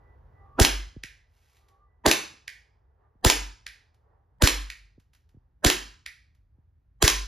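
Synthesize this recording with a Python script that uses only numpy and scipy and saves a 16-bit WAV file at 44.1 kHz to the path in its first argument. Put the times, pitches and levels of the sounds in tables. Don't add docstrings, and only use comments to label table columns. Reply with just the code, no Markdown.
import sys
import numpy as np
from scipy import signal
from scipy.fft import rfft, irfft, next_fast_len
from scipy.io import wavfile

SR = 44100
rng = np.random.default_rng(int(sys.argv[2]) if len(sys.argv) > 2 else 0)


def dump(signal):
    limited = np.clip(np.atleast_2d(signal).T, -1, 1)
    pcm = np.round(limited * 32767).astype(np.int16)
    wavfile.write(sys.argv[1], SR, pcm)


N = 320607


# [t/s, level/dB]
HUM_COLOUR = [(15, -31), (32, -13), (47, 0), (80, -3), (120, -11), (200, -22), (500, -37), (1500, -42),
              (3000, -54), (8000, -64.5), (16000, -61.5)]
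HUM_COURSE = [(0, -56), (.6, -54.5), (1.3, -67), (7.2, -63.5)]
# [t/s, level/dB]
STREET_COLOUR = [(100, -22.5), (250, -11), (420, 5), (620, -1), (820, 3), (1150, -2.5), (1500, -9.5),
                 (1950, -13.5), (2300, -26), (6000, -44.5), (16000, -61)]
STREET_COURSE = [(0, -63.5), (1.25, -78.5), (2.3, -75.5), (4.3, -77), (5, -85), (7.2, -95)]
# [t of the noise top/s, half-length/s, noise level/dB, whine level/dB]
STREET_SWELLS = [(0.457, 0.12, -65.5, -64.5), (1.72, .17, -74.5, -75.5), (3.038, 0.063, -69.5, -83.5),
                 (4.116, .1, -71, -86), (5.395, 0.14, -81, -98), (6.604, 0.077, -83, -100)]
# [f/Hz, level/dB]
FAR_WHINES = [(390, -9.5), (790, -.5), (1130, -2), (1190, -1.5)]
WHINE_LAG_S = 0.03
WHISTLE_HZ, WHISTLE_DB, WHISTLE_FADE_DB_PER_S = 1975, -79.5, 4.5
WHISTLE_END_S, WHISTLE_RELEASE_S = 3.04, 0.18

# [t of the crack/s, crack level/dB, hammer lead/s, hammer level/dB, factor on hammer colour f,
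#         slide level/dB, push of air level/dB, garage boom level/dB]
SHOT_EVENTS = [(0.6011, -1.5, .0084, -0.5, .85, -1, 3, -3.5), (2.065, -2, .004, -0.5, 1.15, 0.5, -12, -38),
               (3.2505, -0.5, 0.0012, -8, 1, .5, -.5, -8), (4.4238, -3.5, 0.0023, -11.5, 1.2, 0, 2.5, -5),
               (5.6494, -0.5, .0024, -5, 1, -3.5, -3.5, -17),
               (7.0272, -1, 0.00148, -12, 1.2, 2.5, -2, -4.5)]
# [f/Hz, level/dB]
HAMMER_COLOUR = [(60, -18.5), (170, -10), (280, 4.5), (500, 3), (900, 6), (1250, -7), (1650, 0),
                 (2200, -20), (4000, -28), (16000, -58.5)]
# [f/Hz, level/dB]
CRACK_COLOUR = [(60, -13.5), (180, -13), (300, 1.5), (900, -3), (1600, -1), (2200, -8), (2650, -0.5),
                (3400, 1), (4700, -0.5), (6000, -5.5), (6800, 2), (9000, -1.5), (12000, -11.5),
                (15000, -10)]
UNEVEN_DB = 2.1
THUMP_DB, THUMP_PER_HAMMER = 10.5, 0.33
CYCLE_S, SLOWING_S_PER_SHOT = .0494, .0008
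VENT_SHARE = .255
# [f/Hz, level/dB]
GAS_COLOUR = [(60, -3), (180, -8), (310, 11.5), (700, -8), (1100, -5), (1700, 7.5), (2500, -1), (5000, 3.5),
              (7500, 1), (11000, -7), (15000, -13)]
HISS_DB, HISS_PER_PUSH = 11.5, 0.23
# [f/Hz, level/dB]
SLIDE_COLOUR = [(60, -27.5), (250, -15), (600, -5.5), (1000, -3), (1500, -10.5), (2200, -1), (3100, 0.5),
                (4300, -2.5), (5300, -2.5), (7000, -5.5), (9500, -9), (15000, -20)]
# [delay/s, level against the slam/dB]
SLIDE_REBOUNDS = [(.0075, -18.5), (.021, -19)]
# [f/Hz, level/dB, t60/s]
FRAME_MODES = [(1180, -2.5, 0.015), (1836, -5.5, 0.083), (2700, 2, 0.02), (3276, 7, 0.027),
               (4170, -2, 0.009), (5400, 0.5, 0.029), (6740, -1, .03)]
# [low f/Hz, high f/Hz]
STANDING_WAVES_HZ = (46.6, 50.3)
# [f/Hz, level/dB]
REVERB_T60 = [(100, 0.78), (300, 0.3186), (700, 0.3419), (1200, 0.467), (2000, 0.404), (5000, 0.437),
              (8000, 0.3631), (14000, 0.263)]
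REVERB_COLOUR = [(60, -13.5), (180, -11), (290, 3.5), (680, -3.5), (1100, -2), (1700, 0), (4000, -4),
                 (8000, -2.5), (14000, 0.5), (16000, -14.5)]
# [f/Hz, level/dB, t60/s]
GARAGE_MODES = [(309, -3, .25), (366, -2, .2), (430, -8, .16), (1015, -9, .42), (1674, -13, .45),
                (1872, -15, .45), (3194, -17, .45)]
# [delay/s, left level/dB, right level/dB]
FIRST_ECHOES = [(.0031, -20, -13.5), (.0079, -18, -16), (0.0122, -22, -13.5), (0.0137, -18, -15),
                (.0215, -12, -16.5)]

# [t/s, level/dB, f/Hz]
HANDLING_BUMPS = [(.962, 3.5, 169), (1.037, -5, 245.5), (2.336, -12.5, 605), (3.151, -17.5, 128.9),
                  (4.977, -8.5, 200), (5.342, -10, 127.6), (5.366, -10, 132), (6.581, -16, 124.5)]
BUMP_LAG = 1.3
TRIGGER_RESETS = [1.0371, 2.4802, 3.6668, 4.7025, 6.0632]
# [f/Hz, level/dB]
TRIGGER_COLOUR = [(100, -47), (850, -26), (1250, -16.5), (1850, -2.5), (2400, -1.5), (2900, -9.5),
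                  (3700, -9), (5000, -11), (7000, -17.5), (9500, -18.5), (15000, -35.5)]
# [f/Hz, level/dB, t60/s]
LINKAGE_MODES = [(1560, 5, 0.058), (2030, 0.5, 0.076), (2470, -11, 0.04), (2500, -17, 0.021)]
# [t/s, level/dB]
PLASTIC_TICKS = [(1.569, -4.5), (1.686, -3.5), (3.945, -11), (5.0, -6.5), (5.135, -2.5), (5.15, -1.5),
                 (5.292, -10.5), (6.35, -12)]
# [t/s, level/dB]
SLUMP_COURSE = [(1.2, -102), (1.35, -70), (1.45, -67), (1.57, -66), (1.63, -74), (1.72, -86.5), (1.8, -100)]
# [f/Hz, level/dB per Hz]
PLASTIC_COLOUR = [(200, -19), (1000, -1), (2000, 3), (5000, 0), (8000, -4), (13000, -7.5), (16000, -20.5)]

# [f/Hz, likeness 0 to 1]
STEREO_LIKENESS = [(50, 1), (150, 1), (700, 0.13), (1300, 0.091), (1800, 1), (2400, 0.8), (4500, .92),
                   (6000, 1), (12000, 0.95), (14000, .7)]
# [f/Hz, left minus right level/dB]
STEREO_BALANCE = [(120, -0.25), (240, -2.5), (450, -0.9), (800, -2.5), (1200, -1), (1650, -9), (2300, -1.5),
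                  (4000, 0)]
# [f/Hz, angle by which left leads/rad]
STEREO_LEAD = [(0, 0), (80, -.3), (160, -.55), (270, .25), (480, -.3), (620, .2), (850, 0), (1100, .8),
               (1550, 1.1), (1900, .2), (3200, .3), (5000, 0), (5700, -1), (6600, -1.05), (8100, -3),
               (8800, -3.2), (11200, -6.15), (12500, -6.4), (15000, -9.3)]
# [f/Hz, level/dB]
BASS_DIP = [(125, 1.5), (185, -4.5), (255, 0)]
EDGE_HZ = 16300


def amp(db):
    return 10 ** (np.asarray(db) / 20)


def unit(x):
    return x / np.sqrt(np.mean(x ** 2) + 1e-20)


def read(points, hz):
    f, value = np.transpose(points)
    return np.interp(np.log(hz + 1), np.log(f + 1), value)


def curve(points):
    return np.interp(np.arange(N) / SR, *np.transpose(points))


def slow(size):
    return unit(signal.resample(rng.standard_normal(N // size), N))


def swell(s, half_length):
    return np.exp(-((np.arange(N) / SR - s) / half_length) ** 2)


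def add(mix, s, sound):
    part = mix[max(round(s * SR), 0):][:len(sound)]
    part += sound[:len(part)]


def colour(x, points, size=4096):
    log_gain = np.log(amp(read(points, abs(np.fft.fftfreq(size, 1 / SR)))))
    spectrum = np.exp(np.conj(signal.hilbert(log_gain)))
    taps = np.fft.ifft(spectrum).real
    return signal.oaconvolve(x, taps[:size // 2])[:N]


def pair(z, hz):
    same = np.clip(read(STEREO_LIKENESS, hz), 0, 1)
    left = same * z[0] + np.sqrt(1 - same ** 2) * z[1]
    return np.array([left, z[0]])


def wash(points):
    hz = np.fft.rfftfreq(N, 1 / SR)
    diffuse = pair(rfft(rng.standard_normal((2, N))), hz)
    return unit(irfft(diffuse * amp(read(points, hz)), N))


def bursts(rows, rise, fall, uneven_db=0, size=4096):
    out = np.zeros(N)
    t = (np.arange(size) - size // 4) / SR
    shape = np.exp(-np.maximum(-t / rise, t / fall))
    for s, db in rows:
        flat = np.exp(1j * np.angle(rfft(shape * rng.standard_normal(size))))
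        ripple = signal.resample(rng.standard_normal(size // 64), len(flat))
        burst = irfft(flat * amp(uneven_db * ripple)) * np.sqrt(shape)
        add(out, s + t[0], amp(db) * burst / np.linalg.norm(burst))
    return out


def push(s, db, hz, lag_cycles, size=16384):
    out = np.zeros(N)
    f = np.fft.rfftfreq(size, 1 / SR)
    u = 1j * f / hz
    spectrum = u / (1 + u) ** 3 / (1 + (f / (3 * hz)) ** 2) * SR / (2 * np.pi * hz)
    lag = np.exp(-2j * np.pi * lag_cycles * np.log((f + 16) / hz))
    lead_in = size // 8
    add(out, s - lead_in / SR, amp(db) * np.roll(irfft(spectrum * lag), lead_in))
    return out


def ringing(modes):
    t = np.arange(SR) / SR
    return sum(amp(db - 60 * t / t60) * np.sin(2 * np.pi * hz * t) for hz, db, t60 in modes)


def after_cracks(share):
    return [s + share * (CYCLE_S + SLOWING_S_PER_SHOT * k) for k, (s, *_) in enumerate(SHOT_EVENTS)]


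def vents():
    return [(s, push_db, boom_db)
            for s, (*_, push_db, boom_db) in zip(after_cracks(VENT_SHARE), SHOT_EVENTS)]


def street():
    swells = sum(amp(db) * swell(s, half) for s, half, db, _ in STREET_SWELLS)
    return np.hypot(amp(curve(STREET_COURSE)), swells) * wash(STREET_COLOUR)


def whines(waver=0.0076, flutter_db=6.5):
    tones = np.zeros(N)
    for hz, db in FAR_WHINES:
        level = amp(db + flutter_db * slow(size=3000))
        pitch = hz * (1 + waver * slow(size=700))
        tones += level * np.sin(2 * np.pi * np.cumsum(pitch) / SR)
    return tones * sum(amp(db) * swell(s + WHINE_LAG_S, half) for s, half, _, db in STREET_SWELLS)


def whistle():
    t = np.arange(N) / SR
    level = amp(WHISTLE_DB - WHISTLE_FADE_DB_PER_S * t + 5.2 * slow(size=4096))
    release = np.clip((WHISTLE_END_S - t) / WHISTLE_RELEASE_S, 0, 1)
    return level * release * np.sin(2 * np.pi * WHISTLE_HZ * t)


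def background():
    hum = amp(curve(HUM_COURSE)) * wash(HUM_COLOUR)
    return hum + street() + whines() + whistle()


def hammer():
    out = np.zeros(N)
    for s, _, lead, db, pitch, *_ in SHOT_EVENTS:
        shifted = [(hz * pitch, level) for hz, level in HAMMER_COLOUR]
        out += colour(bursts([(s - lead, db)], rise=0.0059, fall=.002), shifted)
    return amp(18.5) * out


def crack():
    rows = [row[:2] for row in SHOT_EVENTS]
    return amp(16.0) * colour(bursts(rows, rise=0.0028, fall=0.00046, uneven_db=UNEVEN_DB), CRACK_COLOUR)


def thump():
    return sum(push(s, THUMP_DB + THUMP_PER_HAMMER * db, hz=415, lag_cycles=.9)
               for s, _, _, db, *_ in SHOT_EVENTS)


def gas(flutter_db=1.5):
    rows = [(s, HISS_DB + HISS_PER_PUSH * db) for s, db, _ in vents()]
    gush = bursts(rows, rise=0.0012, fall=0.032)
    return colour(gush * amp(flutter_db * slow(size=128)), GAS_COLOUR)


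def air():
    return np.array([sum(push(s - advance, db + 8.5, hz=86, lag_cycles=0.47) for s, db, _ in vents())
                     for advance in (.0045, .0051)])


def slide():
    blows = [(s + delay, db + loss_db)
             for s, (*_, db, _, _) in zip(after_cracks(0.96), SHOT_EVENTS)
             for delay, loss_db in [(0.0012, 0)] + SLIDE_REBOUNDS]
    slam = bursts(blows, rise=.0013, fall=0.0017, uneven_db=UNEVEN_DB)
    frame = signal.oaconvolve(slam, ringing(FRAME_MODES))[:N]
    return amp(18.5) * colour(slam, SLIDE_COLOUR) + amp(-31) * frame


def boom(t60=0.69, delay=0.054):
    out = np.zeros(N)
    t = np.arange(SR) / SR
    low, high = (np.cos(2 * np.pi * hz * t) for hz in STANDING_WAVES_HZ)
    for s, _, db in vents():
        add(out, s + delay, amp(db - 22.5 - 60 * t / t60) * (low - high))
    return out


def garage_response(build=0.0041):
    t = np.arange(SR) / SR
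    hz, age, z = signal.stft(rng.standard_normal((2, SR)), SR, nperseg=256)
    decay_db = 60 * age / read(REVERB_T60, hz)[:, None]
    z = pair(z, hz[:, None]) * amp(read(REVERB_COLOUR, hz)[:, None] - decay_db)
    tail = amp(-32.0) * signal.istft(z, SR, nperseg=256)[1][:, :SR]
    tail = tail + amp([[-56], [-53]]) * ringing(GARAGE_MODES)
    tail = tail * (1 - np.exp(-t / build))
    for delay, left_db, right_db in FIRST_ECHOES:
        tail[:, round(delay * SR)] += amp([left_db, right_db])
    return tail


def garage(x):
    starts = [s - .1 for s, *_ in SHOT_EVENTS[1:]]
    shot = np.searchsorted(starts, np.arange(N) / SR)
    out = np.zeros((2, N))
    for k in range(len(SHOT_EVENTS)):
        own = (x * (shot == k))[None]
        out += signal.oaconvolve(own, garage_response(), axes=1)[:, :N]
    return out


def bumps():
    dull = sum(push(s, db - 17.0, hz, lag_cycles=BUMP_LAG) for s, db, hz in HANDLING_BUMPS)
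    return signal.sosfilt(signal.butter(3, 520, fs=SR, output="sos"), dull)


def trigger():
    snap = bursts([(s, -.5) for s in TRIGGER_RESETS], rise=.0016, fall=0.00106)
    linkage = signal.oaconvolve(snap, ringing(LINKAGE_MODES))[:N]
    return amp(4.5) * colour(snap, TRIGGER_COLOUR) + amp(-49.0) * linkage


def plastic():
    ticks = amp(-33.5) * bursts(PLASTIC_TICKS, rise=.002, fall=0.0078)
    grains = rng.standard_normal(N) * (rng.random(N) < 3000 / SR)
    crinkle = amp(-3.5) * unit(grains) * amp(curve(SLUMP_COURSE))
    return colour(ticks + crinkle, PLASTIC_COLOUR)


def scene():
    pistol = hammer() + crack() + thump() + gas() + slide() + trigger()
    near = pistol + plastic()
    return background() + near + air() + boom() + garage(near) + bumps()


def record(dry):
    size = next_fast_len(N + SR)
    hz = np.fft.rfftfreq(size, 1 / SR)
    bass = hz ** 3 / np.hypot(hz ** 3, 30 ** 3) * amp(read(BASS_DIP, hz))
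    half_lead = .5j * np.interp(hz, *np.transpose(STEREO_LEAD))
    half = amp(read(STEREO_BALANCE, hz) / 2) * np.exp(half_lead)
    heard = irfft(rfft(dry, size) * bass * np.array([half, 1 / half]), size)[:, :N]
    edge = signal.firwin(255, EDGE_HZ, window=("kaiser", 9), fs=SR)
    return signal.oaconvolve(np.tanh(heard), edge[None], "same")


dry = scene()
out = record(dry)
dump(out)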